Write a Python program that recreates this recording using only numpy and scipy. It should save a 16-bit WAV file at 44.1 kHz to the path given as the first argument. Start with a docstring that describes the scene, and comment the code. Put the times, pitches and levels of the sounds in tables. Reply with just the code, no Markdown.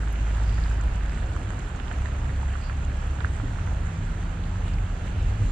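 """A line of cars creeps past on a wet, slushy mountain road, to the listener's right.
Their engines drone on low notes set by how fast they fire. The tyres rumble, roar softly
and hiss in the film of water, all made of shaped noise. Tiny, fast-dying rings make the
snap of stones, the crackle of grit and the tick of ice. Now and then a wheel thumps over
packed snow or squirts out slush, each a soft burst of noise."""
import sys
import numpy as np
from scipy import signal
from scipy.fft import rfft, irfft, next_fast_len
from scipy.io import wavfile
from scipy.ndimage import uniform_filter1d, map_coordinates

SR = 44100
rng = np.random.default_rng(int(sys.argv[2]) if len(sys.argv) > 2 else 0)


def wav_out(sig):
    """Save sig, one row per channel (or a flat mono array), as 16-bit PCM at SR to the path in sys.argv[1]."""
    wavfile.write(sys.argv[1], SR, np.round(np.clip(np.atleast_2d(sig).T, -1, 1) * 32767).astype(np.int16))


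N = 243129
TIME = np.arange(N) / SR  # seconds

# Wheels ploughing through deeper slush.
# Each row: time in seconds, rise of the drone in dB, rise of the spray in dB.
PUDDLES = [(.52, 0, 2.5), (1.33, 3, 0.5), (3.5, 0.5, 1), (5.55, 2.5, 3)]
PUDDLE_HALF_S = 0.3  # half the length of each rise


def amp(db):
    """Turn decibels into a gain to multiply by."""
    return 10 ** (np.asarray(db) / 20)


def unit(x):
    """Scale a sound so that the average of its channels has a strength (rms) of 1."""
    return x / np.sqrt(np.mean(np.atleast_2d(x).mean(0) ** 2) + 1e-20)


def along(points, hz):
    """Read between (Hz, value) points, with pitch on a log scale."""
    point_hz, values = np.transpose(points)
    return np.interp(np.log(hz + 1), np.log(point_hz + 1), values)


def curves(rows):
    """Turn each column after the time into one value per sample."""
    times, *columns = np.transpose(rows)
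    return [np.interp(TIME, times, column) for column in columns]


def bell(middle_s, half_s):
    """A smooth hill that rises to 1 and falls back."""
    return np.exp(-((TIME - middle_s) / half_s) ** 2)


def wobble(rate):
    """A smooth random curve through `rate` new values a second."""
    values = rng.standard_normal(int(N * rate / SR) + 4)
    return map_coordinates(values, [TIME * rate])


def filtered(x, response):
    """Turn each frequency up or down by the gain that `response` gives it."""
    size = next_fast_len(N + SR // 2)
    return irfft(rfft(x, size) * response(np.fft.rfftfreq(size, 1 / SR)), size)[..., :N]


def noise(patchy_db):
    """Two unrelated noises with louder and softer patches across pitch and time."""
    spectrum = signal.stft(rng.standard_normal((2, N)), nperseg=512)[2]
    patches = uniform_filter1d(rng.standard_normal(spectrum.shape[1:]), size=8, axis=0)
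    patches = uniform_filter1d(patches, size=12, axis=1)
    spectrum *= amp(patchy_db * patches / patches.std())
    return unit(signal.istft(spectrum, nperseg=512)[1][:, :N])


def wide_on_right(pair, spectrum):
    """Shape two unrelated signals and blend them into one wide sound on the right, at rms 1."""
    # How alike the two sides are. Each row: frequency in Hz, likeness (1 same, -1 opposite).
    likeness = [(120, .993), (300, .96), (450, .87), (750, .45), (1050, .05), (1400, .33), (2700, .42),
                (3400, .22), (4300, .58), (5200, 0), (6400, -.57), (10000, -.5), (13000, -.1)]
    # The lean to the right. Each row: frequency in Hz, left level minus right level in dB.
    lean = [(60, -0.5), (180, -1), (310, 0), (550, -2.5), (950, -10.5), (1640, -6.5), (2300, -5),
            (2850, -4.5), (4000, -7), (5200, -2.5), (7300, -7.5), (10000, -3)]

    def blend(hz):
        alike = np.clip(along(likeness, hz), -.9, .999)
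        turn, left = np.arccos(alike) / 2, amp(along(lean, hz))
        common, opposed = np.cos(turn), np.sin(turn)
        gain = amp(along(spectrum, hz)) / np.sqrt(1 + left ** 2 + 2 * alike * left)
        return gain * np.array([[left * common, left * opposed], [common, -opposed]])
    return unit(filtered(pair, blend).sum(1))


def from_road(x, shade_db):
    """Sound from one spot on the road reaches the left side later and softer."""
    pair = np.array([amp(shade_db) * np.roll(x, 3), x])
    return pair * 2 / (1 + amp(shade_db))


def hum(hz, tones, rough):
    """Slightly unsteady tones at multiples of a pulse rate, which may be fixed or changing."""
    phase = 2 * np.pi * np.cumsum(np.broadcast_to(hz, N)) / SR
    sound = np.zeros(N)
    for multiple, db in tones:
        gain = amp(db) * (1 + rough * wobble(13))
        sound += gain * np.sin(multiple * phase + rough * wobble(8.2) + 2 * np.pi * rng.random())
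    return sound


def pings(start_s, peak, hz, cycles, swell=2):
    """Tiny impacts: each swells quickly, then fades to about a third every `cycles` vibrations."""
    age = hz[:, None] * np.arange(SR // 100) / SR  # counted in vibrations
    rings = np.exp(-age / cycles) * (1 - np.exp(-swell * age)) * np.sin(2 * np.pi * age)
    rings *= peak[:, None] / np.abs(rings).max(1, keepdims=True)
    index = np.round(start_s * SR).astype(int)[:, None] + np.arange(SR // 100)
    return np.bincount(index.ravel(), rings.ravel(), N)[:N]


def grains(per_s, centre_hz, spread, cycles, scatter_db):
    """Two streams of tiny impacts, random in time, pitch and size."""
    def stream():
        when, pitch, size = rng.random((int(per_s * N / SR), 3)).T
        hz = centre_hz * np.exp(spread * (2 * pitch - 1))
        peak = amp(-scatter_db * np.log(size + .02))
        return pings(when * N / SR, peak, hz, cycles)
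    return unit(np.array([stream(), stream()]))


def bursts(rows):
    """Soft bursts of noise, each gathered round its own pitch."""
    sound = np.zeros((2, N))
    for middle_s, half_s, db, centre_hz, width in rows:
        white = rng.standard_normal((2, N))
        band = filtered(white, lambda hz: 1 / (1 + ((hz / centre_hz - 1) / width) ** 2))
        sound += amp(db) * bell(middle_s, half_s) * wide_on_right(band, [(centre_hz, 0)])
    return sound


def lead_car():
    """The first engine fires slower as it eases off, then picks up again."""
    # Each row: time in seconds, firing rate in Hz, level in dB.
    revs = [(0, 51.7, -24.5), (.35, 53.64, -22), (.6, 54.2, -20.5), (.8, 53.06, -23), (1.2, 49.1, -26.5),
            (1.5, 47.8, -35.5), (2.1, 43.24, -32), (2.5, 36.97, -33), (3.4, 36.1, -33), (4.4, 39.08, -31.5),
            (4.8, 41.55, -25), (5.05, 39.9, -32), (5.51, 37.4, -29.5)]
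    # The engine's tones. Each row: multiple of the firing rate, dB added to the level.
    tones = [(.5, -19), (1, 1), (1.5, -13), (2, -15.5), (3, -25), (4, -29)]
    hz, db = curves(revs)
    return amp(db) * hum(hz, tones, rough=0.063)


def middle_car():
    """The second engine holds its revs, so its note stays put while it swells and fades."""
    # Each row: time in seconds, level in dB.
    levels = [(0, -41), (1.1, -38), (1.3, -32.5), (1.45, -42), (1.8, -41), (1.97, -29), (2.48, -27),
              (2.62, -36), (2.9, -31), (3.25, -28.5), (3.45, -40), (5.51, -47)]
    # The engine's tones. Each row: multiple of the firing rate, dB added to the level.
    tones = [(.5, -12), (1, 1), (2, -17), (3, -24.5), (4, -25.5)]
    db, = curves(levels)
    return amp(db) * hum(hz=67.78, tones=tones, rough=0.17)


def idling_car():
    """A waiting car ticks over on a steady note."""
    # The engine's tones. 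Each row: multiple of the firing rate, relative level in dB.
    tones = [(1, 0.5), (2, -3), (3, -4), (4, -14)]
    return amp(-35) * hum(hz=33.85, tones=tones, rough=0.32)


def tyre_rumble():
    """Rolling wheels rumble in uneven lumps, louder as they go through ruts."""
    # The rumble's tone. Each row: frequency in Hz, relative level in dB.
    spectrum = [(15, -25), (25, -9), (35, -3.5), (55, -2), (80, -4.5), (108, -5), (130, -14), (200, -26.5),
                (400, -64), (1500, -120)]
    # Each row: time of a rut in seconds, rise in dB, half length in seconds.
    ruts = [(.45, 2.5, 0.16), (2.15, 3, 0.11), (2.48, 5, 0.037), (3.2, 4.5, 0.087), (3.473, 4.5, .07),
            (3.716, 8.5, 0.05), (4.02, 6.5, 0.11), (5.2, 9, 0.083), (5.424, 6.5, .12)]
    rut_db = sum(db * bell(s, half_s) for s, db, half_s in ruts)
    flutter_db = 3 * wobble(rate=11)
    return amp(-33.5 + rut_db + flutter_db) * wide_on_right(noise(patchy_db=0), spectrum)


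def tyre_drone():
    """The rolling cars give a low drone that grows in deeper slush."""
    # The drone's tone. Each row: frequency in Hz, relative level in dB.
    spectrum = [(70, -22), (120, -3), (165, -2.5), (210, -7), (300, -11), (420, -16.5), (600, -25),
                (1200, -76), (4000, -120)]
    puddle_db = sum(db * bell(s, PUDDLE_HALF_S) for s, db, _ in PUDDLES)
    return amp(-41.5 + puddle_db) * wide_on_right(noise(patchy_db=0.5), spectrum)


def tyre_roar(churn, clumps, spray_db):
    """Treads roar and crunch over grit, fading slowly as the nearest cars draw away."""
    # The roar's tone. Each row: frequency in Hz, relative level in dB.
    spectrum = [(200, -13), (420, -2), (700, 1.25), (900, -0.5), (1100, -3), (1400, -1.5), (1700, -3),
                (2200, -8.5), (2800, -9), (3400, -14.5), (4300, -21), (6000, -38), (12000, -100)]
    grit = clumps * grains(per_s=400, centre_hz=2277, spread=0.56, cycles=0.72, scatter_db=4.5)
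    db = -43.5 - 0.26 * TIME + 0.28 * spray_db + 0.2 * churn
    return amp(db) * wide_on_right(noise(patchy_db=1) + 0.22 * grit, spectrum)


def spray_hiss(churn, clumps, spray_db):
    """The film of water hisses and fizzes with drops, fading as the cars draw away."""
    # The hiss's tone. Each row: frequency in Hz, relative level in dB.
    spectrum = [(1500, -7), (3000, -1.5), (4200, 3), (5200, -2), (6300, 0), (7300, 2.5), (7800, 0),
                (8200, -3.5), (9300, -11), (10500, -15), (12500, -22.5), (15000, -32)]
    drops = clumps * grains(per_s=260, centre_hz=8000, spread=0.22, cycles=1.5, scatter_db=4.6)
    db = -58.5 - 0.2 * TIME + spray_db + 0.39 * churn
    return amp(db) * wide_on_right(noise(patchy_db=1.55) + 0.3 * drops, spectrum)


def stones():
    """Stones snap out from the treads with dull pops that echo off cars and snow banks."""
    # Each row: start in seconds, level in dB before boost and filter, ring in Hz, fade in vibrations.
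    snaps = [(0.0760, -28.5, 1390, 0.54), (0.3706, -30, 1490, 1.1), (0.5838, -29, 1900, 1.4),
             (0.5858, -29.5, 1600, 0.76), (0.8024, -30.5, 1420, 0.8), (1.229, -29, 1850, 0.8),
             (1.3647, -24, 1300, 0.8), (1.5050, -22.5, 1398, 0.43), (1.8000, -27, 1659, 0.75),
             (1.9138, -22.5, 1450, 0.58), (2.0576, -24.5, 1850, 1.5), (2.1497, -31, 1320, 0.99),
             (2.3010, -30, 1790, 1.175), (2.555, -25, 1300, 0.99), (2.6978, -23.5, 1460, 0.75),
             (3.2048, -27.5, 1400, 1.6), (3.2090, -27, 1460, 0.81), (3.2465, -14.5, 1510, 1.18),
             (3.4, -25.5, 1210, 0.64), (3.586, -27.5, 1250, 1.1)]
    # A filter that dulls each pop, cutting steeply above 2 kHz. Each row: frequency in Hz, gain in dB.
    dulling = [(200, -13), (600, 2), (1000, -6), (1400, -5), (1800, -2.5), (1950, -5), (2200, -19),
               (3500, -26), (8000, -34)]
    start_s, db, hz, cycles = np.transpose(snaps)
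    rings = pings(start_s, amp(db + 2), hz, cycles[:, None], swell=1)
    pops = filtered(rings, lambda f: amp(along(dulling, f)))
    tail = rng.standard_normal((2, SR // 8)) * amp(-60 * TIME[:SR // 8] / .045)  # 60 dB down in 45 ms
    echo = signal.fftconvolve(pops[None], tail / np.linalg.norm(tail[0]), axes=1)[:, :N]
    return from_road(pops + chips(start_s), shade_db=-24) + amp(-14) * echo


def chips(snap_s, count=3, within_s=.013, centre_hz=1490):
    """A few fragments rattle off just after each stone snaps."""
    delay, size, pitch = rng.random((len(snap_s) * count, 3)).T
    start_s = np.repeat(snap_s, count) + within_s * delay
    return pings(start_s, amp(-38 + size), centre_hz * 2 ** (pitch - .5), cycles=0.48)


def crunch():
    """Grit cracks piece by piece under the treads, and in a dense run over frozen crust."""
    # Each row: start in seconds, peak level in dB, ring in Hz.
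    cracks = [(0.0761, -38.5, 3430), (0.158, -33, 2500), (0.349, -36, 3330), (0.4945, -34, 3180),
              (0.6388, -33.5, 4100), (0.839, -38, 2950), (1.0960, -37.5, 4670), (1.5049, -38, 3000),
              (1.6063, -36, 2840), (1.7994, -32.5, 2920), (1.8816, -36, 3300), (1.9147, -35, 3000),
              (2.0588, -37, 3600), (2.698, -36, 2590), (3.2054, -33.5, 3544), (4.439, -36, 3180),
              (4.6814, -36, 3330), (4.7856, -32, 2200)]
    start_s, db, hz = np.transpose(cracks)
    singles = pings(start_s, amp(db), hz, cycles=1.1, swell=0.95)
    crackle = grains(per_s=210, centre_hz=2840, spread=0.38, cycles=1.7, scatter_db=-1)[0]
    crust = amp(-59.5) * bell(middle_s=.45, half_s=.12) * unit(crackle)
    return from_road(singles + crust, shade_db=-20)


def ice_ticks():
    """Breaking ice and flung droplets make bright ticks."""
    # Each row: start in seconds, peak level in dB before the highest treble is softened, ring in Hz.
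    ticks = [(0.1264, -44, 9900), (0.1270, -39, 10900), (0.1280, -43, 12900), (.6388, -48, 6900),
             (.7433, -39, 7200), (.8121, -33.5, 7050), (.8383, -40, 8200), (1.1612, -43, 7220),
             (1.1812, -41, 7550), (1.3650, -39, 7100), (1.4325, -40, 7400), (1.5054, -37, 7300),
             (1.5948, -36, 7250), (1.6861, -49, 10030), (1.6919, -43, 7380), (1.9284, -37, 7300),
             (2.0187, -41, 7400), (2.4806, -42, 7300), (2.6143, -43, 7400), (2.8502, -36, 7210),
             (3.072, -43, 8790), (3.6635, -43, 7300), (3.1404, -48, 10300), (3.8697, -39, 7110),
             (4.79, -53, 10930), (5.058, -55, 12300)]
    start_s, db, hz = np.transpose(ticks)
    rings = pings(start_s, amp(db), hz, cycles=2.6, swell=0.42)
    softened = filtered(rings, lambda f: 1 / (1 + (f / 13300) ** 12))
    return from_road(softened, shade_db=-11)


def snow_thumps():
    """Wheels thump over ridges and lumps of packed snow."""
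    # Each row: middle and half length in seconds, level in dB, pitch in Hz, width as a share of it.
    thumps = [(.425, 0.027, -44.5, 800, .3), (1.25, 0.054, -49, 620, .3), (2.433, .005, -39.5, 800, .25),
              (3.443, 0.018, -36, 290, .36), (3.721, .005, -42, 850, .36)]
    return bursts(thumps)


def queueing_cars():
    """Low notes of other cars swell out of the drone, glide a little and sink back."""
    # Each row: middle and half length in seconds, level in dB, base pitch in Hz, glide in Hz a second.
    notes = [(.48, 0.12, -30, 102, -8), (1.35, 0.14, -34, 99.6, 5), (1.45, 0.35, -51, 268.7, 0),
             (2.22, 0.21, -35.5, 102.8, -1), (2.28, 0.26, -37.5, 133, 30), (3.38, 0.22, -32.5, 110, 28),
             (5.36, 0.18, -29, 106, 39.5), (5.47, .1, -42, 275.3, 3)]
    tone = [(0.98, 0.0098)]  # one tone, 2% below the base pitch
    sound = np.zeros(N)
    for middle_s, half_s, db, base_hz, glide in notes:
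        hz = base_hz + glide * (TIME - middle_s)
        sound += amp(db) * bell(middle_s, half_s) * hum(hz, tone, rough=0.1)
    return sound


def slush_squirts():
    """Slush squirts from under a tyre with a short hiss."""
    # Each row: middle and half length in seconds, level in dB, pitch in Hz, width as a share of it.
    squirts = [(.55, 0.17, -59, 4830, .1), (1.92, 0.12, -57, 2600, .25), (2.65, 0.045, -54.5, 4620, .07),
               (3.34, 0.065, -63, 7900, .1), (3.86, 0.021, -63, 7300, .14), (4.46, 0.048, -63, 4395, .1),
               (4.68, 0.083, -53, 2600, .25), (4.68, .03, -61, 7400, .12), (4.74, 0.0072, -55.5, 4550, .2),
               (5.2, 0.3, -55, 2600, .25), (5.46, 0.071, -64.5, 7200, .1)]
    return bursts(squirts)


def following_car():
    """The third engine fires faster and grows louder as its car gathers speed."""
    # Each row: time in seconds, firing rate in Hz, level in dB.
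    revs = [(2.2, 76.2, -57), (2.9, 82.9, -40), (3.5, 87.5, -33.5), (3.85, 88, -38), (4.2, 89.23, -33.5),
            (4.35, 89.5, -37), (4.55, 90.8, -30), (4.8, 90.3, -29), (5, 92.63, -39), (5.51, 95.8, -36)]
    # The engine's tones. Each row: multiple of the firing rate, dB added to the level.
    tones = [(1, 1.5), (2, -18), (3, -24)]
    hz, db = curves(revs)
    return amp(db) * hum(hz, tones, rough=0.18)


def tread_hum(enters_s=2.7, nearest_s=4.12):
    """The following car's tread hums higher as it speeds up, and is loudest when nearest."""
    # Each row: time in seconds, pitch in Hz.
    pitches = [(3, 142), (3.5, 151), (3.72, 161), (4.15, 162), (4.45, 173), (5, 177)]
    hz, = curves(pitches)
    fade_in = np.clip(TIME - enters_s, 0, 1)
    distance = np.hypot(1, (TIME - nearest_s) / 0.45)  # a straight path, 1 at its nearest
    return amp(-37.5) * fade_in / distance * hum(hz, [(1, 0)], rough=0.3)


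def scene():
    """Everything on the road, heard from the verge."""
    slush = slush_squirts() + snow_thumps()
    engines = lead_car() + middle_car() + following_car() + queueing_cars() + idling_car()
    engines = engines * amp([[-.45], [.45]])  # long waves reach both sides almost alike
    churn = wobble(rate=22.02)  # uneven slush stirs grit and spray together
    clumps = amp(churn) * np.interp(TIME, [3.2, 4.3], [1, .65])  # grains blur as the cars draw away
    spray_db = sum(db * bell(s, PUDDLE_HALF_S) for s, _, db in PUDDLES)
    tyres = tyre_rumble() + tyre_drone() + tyre_roar(churn, clumps, spray_db)
    spray = spray_hiss(churn, clumps, spray_db)
    return engines + tyres + spray + tread_hum() + stones() + crunch() + ice_ticks() + slush


def record(dry):
    """Fade both ends briefly and cut off the very highest treble."""
    fade_s, top_hz = .004, 14900
    fade = np.minimum(np.minimum(TIME, TIME[::-1]) / fade_s, 1)
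    return filtered(dry * fade, lambda hz: hz < top_hz)


dry = scene()
out = record(dry)
wav_out(out)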